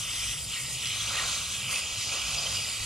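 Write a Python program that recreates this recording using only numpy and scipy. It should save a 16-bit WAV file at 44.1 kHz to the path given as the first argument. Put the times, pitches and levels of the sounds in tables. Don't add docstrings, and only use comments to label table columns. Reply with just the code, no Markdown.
import sys
import numpy as np
from scipy import signal
from scipy.fft import rfft, irfft, next_fast_len
from scipy.io import wavfile
from scipy.ndimage import uniform_filter1d, map_coordinates

SR = 44100
rng = np.random.default_rng(int(sys.argv[2]) if len(sys.argv) > 2 else 0)


def wrap_up_sound(samples):
    columns = np.atleast_2d(samples).T
    tamed = np.clip(columns, -1, 1)
    steps = np.round(tamed * 32767).astype(np.int16)
    wavfile.write(sys.argv[1], SR, steps)


N = 125685

# time in seconds, then levels in dB of gurgle,
# pot resonance, low fizz, fizz, spatter, 5 kHz band and hiss, then left over right in dB for gurgle (and pot)
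WATER_SWELLS = [(0.0, -55, -51, -52, -40, -44, -45, -34.5, -1, 1),
                (0.06, -58.5, -51, -46.5, -37, -49, -43.5, -38, 0, 1.5),
                (0.17, -55.5, -50, -47, -37.5, -45, -39, -37.5, 2, 2.5),
                (0.32, -57, -51, -48, -35.5, -44.5, -43, -36.5, -0.5, 1),
                (0.36, -66, -53, -49, -43.5, -54, -47, -41.5, 1, 1),
                (0.38, -54.5, -58, -51, -42, -49, -42, -40.5, 1, 2),
                (0.45, -58, -54.5, -57, -47.5, -47, -46.5, -40.5, 1, 1.5),
                (0.49, -59, -61, -56, -41.5, -47, -46, -41, -1, 1),
                (0.52, -57, -52.5, -50, -37.5, -43, -44, -39.5, 1, 2),
                (0.57, -60, -52, -43, -36.5, -40.5, -44.5, -39, 0, 1.5),
                (0.62, -60.5, -55, -47, -45, -50, -48, -37, 0, 1),
                (0.67, -54, -55, -47, -43, -44, -43.5, -40.5, 2.5, 3),
                (0.74, -56.5, -58, -55, -43, -49, -45, -38, 1.0, 1),
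                (0.78, -55.5, -60.5, -52, -38.5, -44, -46, -40.5, 1, 3),
                (0.83, -55.5, -51.5, -49, -36.5, -44.5, -47, -39.5, 3, 0),
                (0.9, -57, -51.5, -46, -34.5, -41, -44, -37.5, 0, 2),
                (1.03, -56.5, -46.5, -49, -36.5, -40, -42, -36.5, -3, 1.5),
                (1.09, -46.5, -44, -50, -34.5, -40.5, -39.5, -37, 0, 1.5),
                (1.16, -45.5, -40, -38.5, -35.5, -40, -41, -37, -1, 1),
                (1.21, -44.5, -39.5, -38.5, -34, -38, -39.5, -36.5, -1, 0.5),
                (1.26, -47, -42, -47, -37.5, -38.5, -40, -35.5, -1, 0),
                (1.34, -49.5, -43.5, -48.5, -35, -39, -37, -34, -1.5, 0),
                (1.52, -57.5, -50, -53.5, -38, -42.5, -43.5, -36.5, -0.5, 1),
                (1.67, -53.5, -50.5, -51, -36.5, -45.5, -45.5, -40, 1.5, 0.5),
                (1.73, -45.5, -42, -42, -34, -42, -39.5, -33, 4, 1),
                (1.75, -46.5, -48, -48, -35, -40, -41.5, -34, 0, 0),
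                (1.79, -51, -45, -44, -36, -43, -39, -33.5, 4, -1.0),
                (1.82, -51.5, -54.5, -52.5, -37, -46.5, -42.5, -38.5, 3.5, 1),
                (1.97, -53, -51, -52, -39.5, -42, -44.5, -38.5, 3.5, 0),
                (2.03, -56, -54, -43.5, -35, -37.5, -39, -36, 5.0, 0),
                (2.07, -50, -52.5, -55, -37, -41.5, -40, -38, 2, 1),
                (2.14, -45, -45.5, -50, -36, -40.5, -41.5, -35, 0.5, -1),
                (2.23, -52.5, -47.5, -52, -36.5, -44.5, -41.5, -38.5, 2, -0.5),
                (2.41, -46.5, -48, -51.5, -35, -41, -38.5, -36.5, 1.5, -1),
                (2.52, -47.5, -50, -46.5, -40.5, -39, -41, -37.5, 1.5, 0),
                (2.56, -53.5, -48, -51, -37.5, -45, -35.5, -38, 3, 0),
                (2.59, -49, -56, -53, -35, -42, -40, -38, 0, -0.5),
                (2.62, -51, -49.5, -49, -38, -42, -38.5, -37.5, -1, 0.5),
                (2.8, -56, -53, -49, -41, -44, -45.5, -39.5, -2, -1.5),
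                (2.85, -54, -51, -48, -40, -44, -47, -39, 1, 2)]
# frequency in Hz, relative level in dB per Hz.
GURGLE_COLOUR = [(220, -4), (380, -9.5), (566, 1.5), (699, 0.5), (950, 0.5), (1240, -4.5), (2090, -120)]
POT_COLOUR = [(750, -53), (930, -15), (1100, -3.5), (1320, -1), (1500, -6), (1700, -7), (1900, -36)]
LOW_FIZZ_COLOUR = [(1650, -38), (1800, -3), (1880, 3), (2140, 3), (2280, -2), (2500, -41)]
FIZZ_COLOUR = [(1950, -64), (2220, -3), (2500, 1), (2720, -0.5), (2950, 0.5), (3150, 0.5), (3350, -2),
               (3650, -4), (4100, -60)]
SPATTER_COLOUR = [(3250, -36), (3600, -3.5), (4000, -2), (4500, -5), (4900, -64)]
FIVE_KHZ_COLOUR = [(4100, -41), (4450, 1), (4880, -1.5), (5200, 0), (5600, -5), (6100, -49)]
HISS_COLOUR = [(4800, -69), (5400, -6.5), (5700, 0.5), (7320, -1), (8500, 0), (10000, -4.5), (10800, -10.5),
               (11600, -17.5), (13800, -15.5), (14600, -32), (15100, -50), (15400, -45)]
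# time in seconds, level below and level above FIZZ_EDGES_HZ in dB, later centred on 0.
FIZZ_TINT = [(0, -0.5, 1), (.15, -2, 0.5), (.24, -0.5, -1), (.33, 0.5, 0.5), (.45, -1.5, 1), (.53, -3, 0),
             (.59, 3, -4), (.7, -1, -1), (.8, -2, 0), (.9, -1, -1), (1.05, 1, 1), (1.2, 1, 0.5),
             (1.4, 0.5, 1.5), (1.55, -1, 2), (1.65, 2.5, -4), (1.76, 1.5, -3), (1.9, 0, 1.5),
             (2.05, -2.5, -1), (2.13, 0, 1), (2.3, 0, -1), (2.47, -1.5, 0), (2.6, 0, -1.5), (2.85, 0.5, 0)]
FIZZ_EDGES_HZ = 2700, 3420
# time in seconds, level below, between and above HISS_EDGES_HZ in dB,
# each later centred on 0.
HISS_TINT = [(0, -3, -16.5, -4.0), (0.1, -5.5, -8, -3.5), (0.2, -3.5, -9, -2.5), (0.32, -3, -9, -2.5),
             (0.4, -7.0, -1, -2), (0.5, -4.5, -1.5, -2.5), (0.6, -7.5, -3.5, -3.5), (0.72, -5.5, 1, -3.5),
             (0.82, -3, -7, -3.5), (0.92, -2.5, -13.5, -4.5), (1.05, -2.5, -4, -5), (1.2, -2.5, -0.5, -5),
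             (1.35, -5.5, 1.5, -6.5), (1.5, -4, -1.5, -5.5), (1.62, -5.5, -2.5, -3.5),
             (1.73, -4.5, -15, -3.5), (1.85, -3.5, 1.5, -7), (2, -1.5, -6.0, -5), (2.15, -3.0, -8.5, -8),
             (2.3, -0.5, -7, -4), (2.45, -3.5, -12, -6.5), (2.6, -2.5, -2, -3.5), (2.72, -6.5, 1.5, -4.5),
             (2.85, -1.5, -11, -2)]
HISS_EDGES_HZ = 7050, 7440
# time in seconds, comb spacing left and right
# in Hz, strength left and right from 0 to 1.
POOL_ECHO = [(0, 2210, 2460, 0.46, 0.16), (.33, 2280, 2420, 0.7, 0.22), (.43, 2120, 2200, 0.44, 0.03),
             (.75, 1980, 2040, 0.07, 0.34), (.95, 2260, 2370, 0.15, 0.33), (1.15, 2680, 2570, 0.03, 0.18),
             (1.45, 2410, 2450, 0.12, 0.36), (1.6, 2260, 2190, 0.03, 0.1), (1.7, 1980, 1880, 0.23, 0.37),
             (1.95, 1860, 2100, 0.1, 0.12), (2.3, 1830, 1940, 0.04, 0.2), (2.6, 2030, 2020, 0.14, 0.17),
             (2.85, 2100, 2030, 0, 0)]
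# start in seconds, level in dB before SLAP_UNDER_DB and the rise.
SLAPS = [(.856, -17.5), (.87, -17), (1.002, -31), (1.077, -24), (1.1544, -18), (1.168, -20), (1.184, -24),
         (1.197, -20), (1.221, -25), (1.281, -18), (1.54, -33), (1.71, -25), (1.7294, -27), (1.757, -17),
         (2.2166, -18), (2.345, -15), (2.384, -21), (2.465, -28), (2.5491, -21), (2.5694, -19)]
SLAP_T60_S, SLAP_RISE_S, SLAP_UNDER_DB = 0.026, 0.00072, 8.5
# frequency in Hz, relative level in dB per Hz.
SLAP_COLOUR = [(700, -38), (1500, -18), (3000, 3), (6000, -3), (10000, -11), (14000, -40)]
# start in seconds, pitch in Hz, level in dB before the rise,
# 60 dB decay in seconds.
BUBBLES = [(.176, 3190, -19, 0.044), (.232, 2400, -16.5, 0.038), (.532, 3020, -20, 0.041),
           (.855, 5060, -21, .03), (1.0, 3320, -14, 0.035), (1.074, 2850, -14, .03),
           (1.195, 2760, -16, .04), (1.35, 6130, -23, .025), (1.748, 4570, -23, .03),
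           (2.12, 2460, -18, 0.044), (2.143, 3110, -18, 0.037), (2.358, 4820, -18, .03),
           (2.462, 5900, -21, 0.033), (2.548, 3880, -21, .03), (2.588, 2880, -20, 0.044),
           (2.623, 4860, -20, 0.034), (.598, 2190, -21, 0.041), (1.169, 2740, -17, 0.052),
           (1.181, 1900, -21.5, 0.095), (1.194, 1815, -21, 0.043), (1.206, 1904, -24, 0.095),
           (1.219, 1310, -9, 0.013), (1.725, 2120, -21, 0.053), (1.755, 2585, -11.5, 0.037),
           (2.38, 4930, -14, 0.041), (2.462, 3130, -12.5, 0.039), (2.55, 4700, -14.5, 0.03),
           (2.567, 2875, -18.5, 0.052)]
BUBBLE_RISE_S = 0.0095
# time in seconds, centre in Hz, level in dB.
RING = [(1.8, 4900, -53), (1.95, 4900, -44), (2.1, 4900, -51), (2.23, 4880, -41), (2.28, 4870, -52),
        (2.37, 4880, -45), (2.5, 4850, -47), (2.55, 4850, -43), (2.63, 4800, -45), (2.72, 4650, -48),
        (2.85, 4550, -40.5)]
RING_WIDTH_HZ = 130
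# time in seconds, then levels in dB of engine hum, deep rumble and
# low noise near 140 Hz.
FAR_SWELLS = [(0.0, -46, -48, -46), (0.13, -61, -56, -56.5), (0.29, -48.5, -44, -53), (0.38, -63, -54, -49),
              (0.48, -48.5, -52, -49.5), (0.58, -66, -66, -58), (0.63, -54, -57, -47.5),
              (0.76, -56, -64, -52), (1.09, -46.5, -55.5, -53.5), (1.21, -63, -59, -51),
              (1.27, -50, -53, -52.5), (1.52, -54.5, -62, -56), (1.69, -48.5, -57, -49.5),
              (1.81, -59, -71, -61), (1.93, -60, -50, -55), (1.99, -44, -69, -54.5), (2.04, -71, -66, -58),
              (2.08, -47, -60, -58), (2.18, -56, -53, -52), (2.23, -55, -53, -58), (2.36, -50, -48, -49),
              (2.44, -57, -58, -54), (2.56, -44.5, -51, -53.5), (2.76, -61, -63, -60),
              (2.81, -45, -44, -60), (2.85, -47, -44, -52)]
# order (multiple of ENGINE_HZ), mean level in dB against the hum's swell.
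ENGINE_HARMONICS = [(2, -0.5), (4, -14), (5, -19.5)]
ENGINE_HZ, ENGINE_DRIFT = 51.4, 0.0301
# frequency in Hz, relative level in dB per Hz.
DEEP_COLOUR = [(15, -38), (30, -31), (55, -13), (70, -20), (100, -56)]
LOW_NOISE_COLOUR = [(105, -51), (122, 5.5), (145, -1), (170, -2.5), (200, -52.5)]
RUMBLE_COLOUR = [(38, -40), (65, 6.5), (123, -6), (180, -5), (314, -13), (400, -15), (520, -11),
                 (880, -120)]
RUMBLE_DB = -52
# frequency in Hz, side over mid in dB.
SIDE_DB = [(60, -19), (150, -14.5), (300, -9.5), (500, -12.5), (800, -6), (1200, -14), (1700, -7),
           (2300, -35), (3300, -25), (5000, -13.5), (7000, -2.5), (9000, -6.5), (11500, 3), (14900, -9)]
# frequency in Hz, left over right in dB.
PORT_BALANCE_DB = [(60, -0.5), (99, -1.5), (160, 0), (270, -2), (450, 1.5), (740, -5), (1210, 1.5),
                   (2010, 0.5), (3310, -1), (5470, -1), (9030, -1.5), (14900, 0.5)]
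# frequency in Hz, lead of left over right in radians.
PORT_LEAD = [(600, 0.1), (950, 1), (1290, 0.33), (1640, 0.87), (2000, 0.82), (2600, -0.13), (5600, -0.78),
             (6300, 0.95), (7300, 0.44), (8300, -2.15), (10400, -0.64)]
TOP_HZ = 15500


def water():
    surge_db = 0.5 * wobble(8.37) + 0.24 * wobble(25.89)
    return amp(surge_db) * (pool() + echoed(spray()))


def pool():
    gurgle_db, pot_db, low_fizz_db, *_, gurgle_pan_db, _ = curves(WATER_SWELLS)
    pan_db = np.array([[.5], [-.5]]) * gurgle_pan_db
    gurgle = layer(GURGLE_COLOUR, count=500, size=800, cycles=1.24, share=0.028)
    pot = layer(POT_COLOUR, count=700, size=700, cycles=5.6, share=0.018)
    low_fizz = layer(LOW_FIZZ_COLOUR, count=500, size=700, cycles=5.9, share=0.019)
    return amp(gurgle_db + pan_db) * gurgle + amp(pot_db + pan_db) * pot + amp(low_fizz_db) * low_fizz


def spray():
    _, _, _, fizz_db, spatter_db, five_khz_db, hiss_db, _, hiss_pan_db = curves(WATER_SWELLS)
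    pan_db = np.array([[.5], [-.5]]) * hiss_pan_db
    below_db, above_db = curves(FIZZ_TINT)
    fizz = layer(FIZZ_COLOUR, count=4000, size=600, cycles=6.7, share=0.1)
    fizz = tinted(fizz, (below_db, 0, above_db), FIZZ_EDGES_HZ)
    spatter = layer(SPATTER_COLOUR, count=1500, size=600, cycles=11, share=0.074)
    five_khz = layer(FIVE_KHZ_COLOUR, count=1500, size=600, cycles=17.7, share=0.054, depth_db=1.3)
    hiss = layer(HISS_COLOUR, count=6000, size=100, cycles=1.8, share=0.19, depth_db=2)
    hiss = tinted(hiss, curves(HISS_TINT), HISS_EDGES_HZ)
    return (amp(fizz_db) * fizz + amp(spatter_db) * spatter
            + amp(five_khz_db) * five_khz + amp(hiss_db + pan_db) * hiss)


def layer(colour, count, size, cycles, share, depth_db=0):
    swarm = grains(colour, count, size, cycles, spread_db=5.5, chirp=0.02)
    return spread(share ** .5 * swarm + (1 - share) ** .5 * patchy(depth_db), colour)


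def grains(colour, count, size, cycles, spread_db, chirp):
    lo, hi = colour[1][0], colour[-2][0]
    chance = rng.random((2 * count, 3))
    t = np.arange(size) / SR
    hz = (lo * (hi / lo) ** chance[:, 1])[:, None]
    age = t * hz / cycles
    envelope = np.exp(-age) * (1 - np.exp(-6 * age))
    tone = np.sin(2 * np.pi * hz * t * (1 + chirp * age / 2))
    wave = hz * amp(spread_db * chance[:, 2:]) * envelope * tone
    start = (chance[:, 0] * N).astype(int) + (np.arange(2 * count) % 2) * (N + size)
    places = start[:, None] + np.arange(size)
    out = np.bincount(places.ravel(), wave.ravel(), 2 * (N + size))
    return unit(out.reshape(2, -1)[:, :N])


def patchy(depth_db):
    z = signal.stft(rng.standard_normal((2, N)), nperseg=256)[2]
    field = uniform_filter1d(rng.standard_normal(z.shape[1:]), size=4, axis=0)
    field = uniform_filter1d(field, size=9, axis=1)
    return unit(signal.istft(z * amp(depth_db * unit(field)), nperseg=256)[1][:, :N])


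def tinted(x, levels_db, edges_hz):
    lo, hi = (filtered(x, lambda hz: 1 / (1 + (hz / edge) ** 30)) for edge in edges_hz)
    parts = lo, hi - lo, x - hi
    return sum(amp(db - np.mean(db)) * part for db, part in zip(levels_db, parts))


def echoed(x):
    left_hz, right_hz, *strength = curves(POOL_ECHO)
    strength = np.array(strength)
    late = [map_coordinates(v, [np.arange(N) - SR / hz]) for v, hz in zip(x, (left_hz, right_hz))]
    return (x - strength * late) / (1 + strength ** 2) ** .5


def bubbles():
    out, t = np.zeros(N + SR), np.arange(SR // 4) / SR
    for s, hz, db, t60 in BUBBLES:
        envelope = amp(db - 60 * t / t60) * (1 - np.exp(-t / BUBBLE_RISE_S))
        out[round(s * SR):][:len(t)] += envelope * np.sin(2 * np.pi * hz * t)
    return out[:N]


def slaps():
    shape, t = np.zeros(N + SR), np.arange(SR // 10) / SR
    for s, db in SLAPS:
        decay = amp(db - SLAP_UNDER_DB - 60 * t / SLAP_T60_S)
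        shape[round(s * SR):][:len(t)] += decay * (1 - np.exp(-t / SLAP_RISE_S))
    return shape[:N] * spread(patchy(0), SLAP_COLOUR)


def ring():
    hz, db = curves(RING)
    slow = filtered(rng.standard_normal((2, N)), lambda f: 1 / (1 + (2 * f / RING_WIDTH_HZ) ** 2))
    turn = 2 * np.pi * np.cumsum(hz) / SR
    return amp(db) * unit(slow[0] * np.sin(turn) + slow[1] * np.cos(turn))


def distance():
    hum_db, deep_db, low_noise_db = curves(FAR_SWELLS)
    turn = 2 * np.pi * np.cumsum(ENGINE_HZ * (1 + ENGINE_DRIFT * wobble(7))) / SR
    hum = sum(2 ** .5 * amp(db + 1.5 * wobble(4)) * np.sin(k * turn) for k, db in ENGINE_HARMONICS)
    deep = spread(patchy(0), DEEP_COLOUR)
    low_noise = spread(patchy(0), LOW_NOISE_COLOUR)
    rumble = spread(patchy(0), RUMBLE_COLOUR)
    return amp(hum_db) * hum + amp(deep_db) * deep + amp(low_noise_db) * low_noise + amp(RUMBLE_DB) * rumble


def spread(pair, colour):
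    mid, side = filtered(pair, lambda hz: amp(along(colour, hz) + [0 * hz, along(SIDE_DB, hz)]))
    return np.array([mid + side, mid - side]) / np.std(mid)


def filtered(x, response):
    m = next_fast_len(N + 8192)
    return irfft(rfft(x, m) * response(np.fft.rfftfreq(m, 1 / SR)), m)[..., :N]


def along(points, hz):
    f, v = np.transpose(points)
    return np.interp(np.log(hz + 1), np.log(f + 1), v)


def curves(rows):
    s, *cols = np.transpose(rows)
    return [np.interp(np.arange(N) / SR, s, c) for c in cols]


def wobble(rate):
    return map_coordinates(rng.standard_normal(200), [np.arange(N) * rate / SR])


def amp(db):
    return 10 ** (np.asarray(db) / 20)


def unit(x):
    return x / np.sqrt(np.mean(x ** 2) + 1e-20)


def scene():
    return water() + bubbles() + slaps() + ring() + distance()


def record(dry):
    half = np.array([[.5], [-.5]])
    lead = [(450, 0)] + list(PORT_LEAD) + [(13000, 0)]

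    def ports(hz):
        colour = amp(half * along(PORT_BALANCE_DB, hz))
        return (hz < TOP_HZ) * colour * np.exp(1j * half * along(lead, hz))

    return filtered(dry, ports)


dry = scene()
out = record(dry)
wrap_up_sound(out)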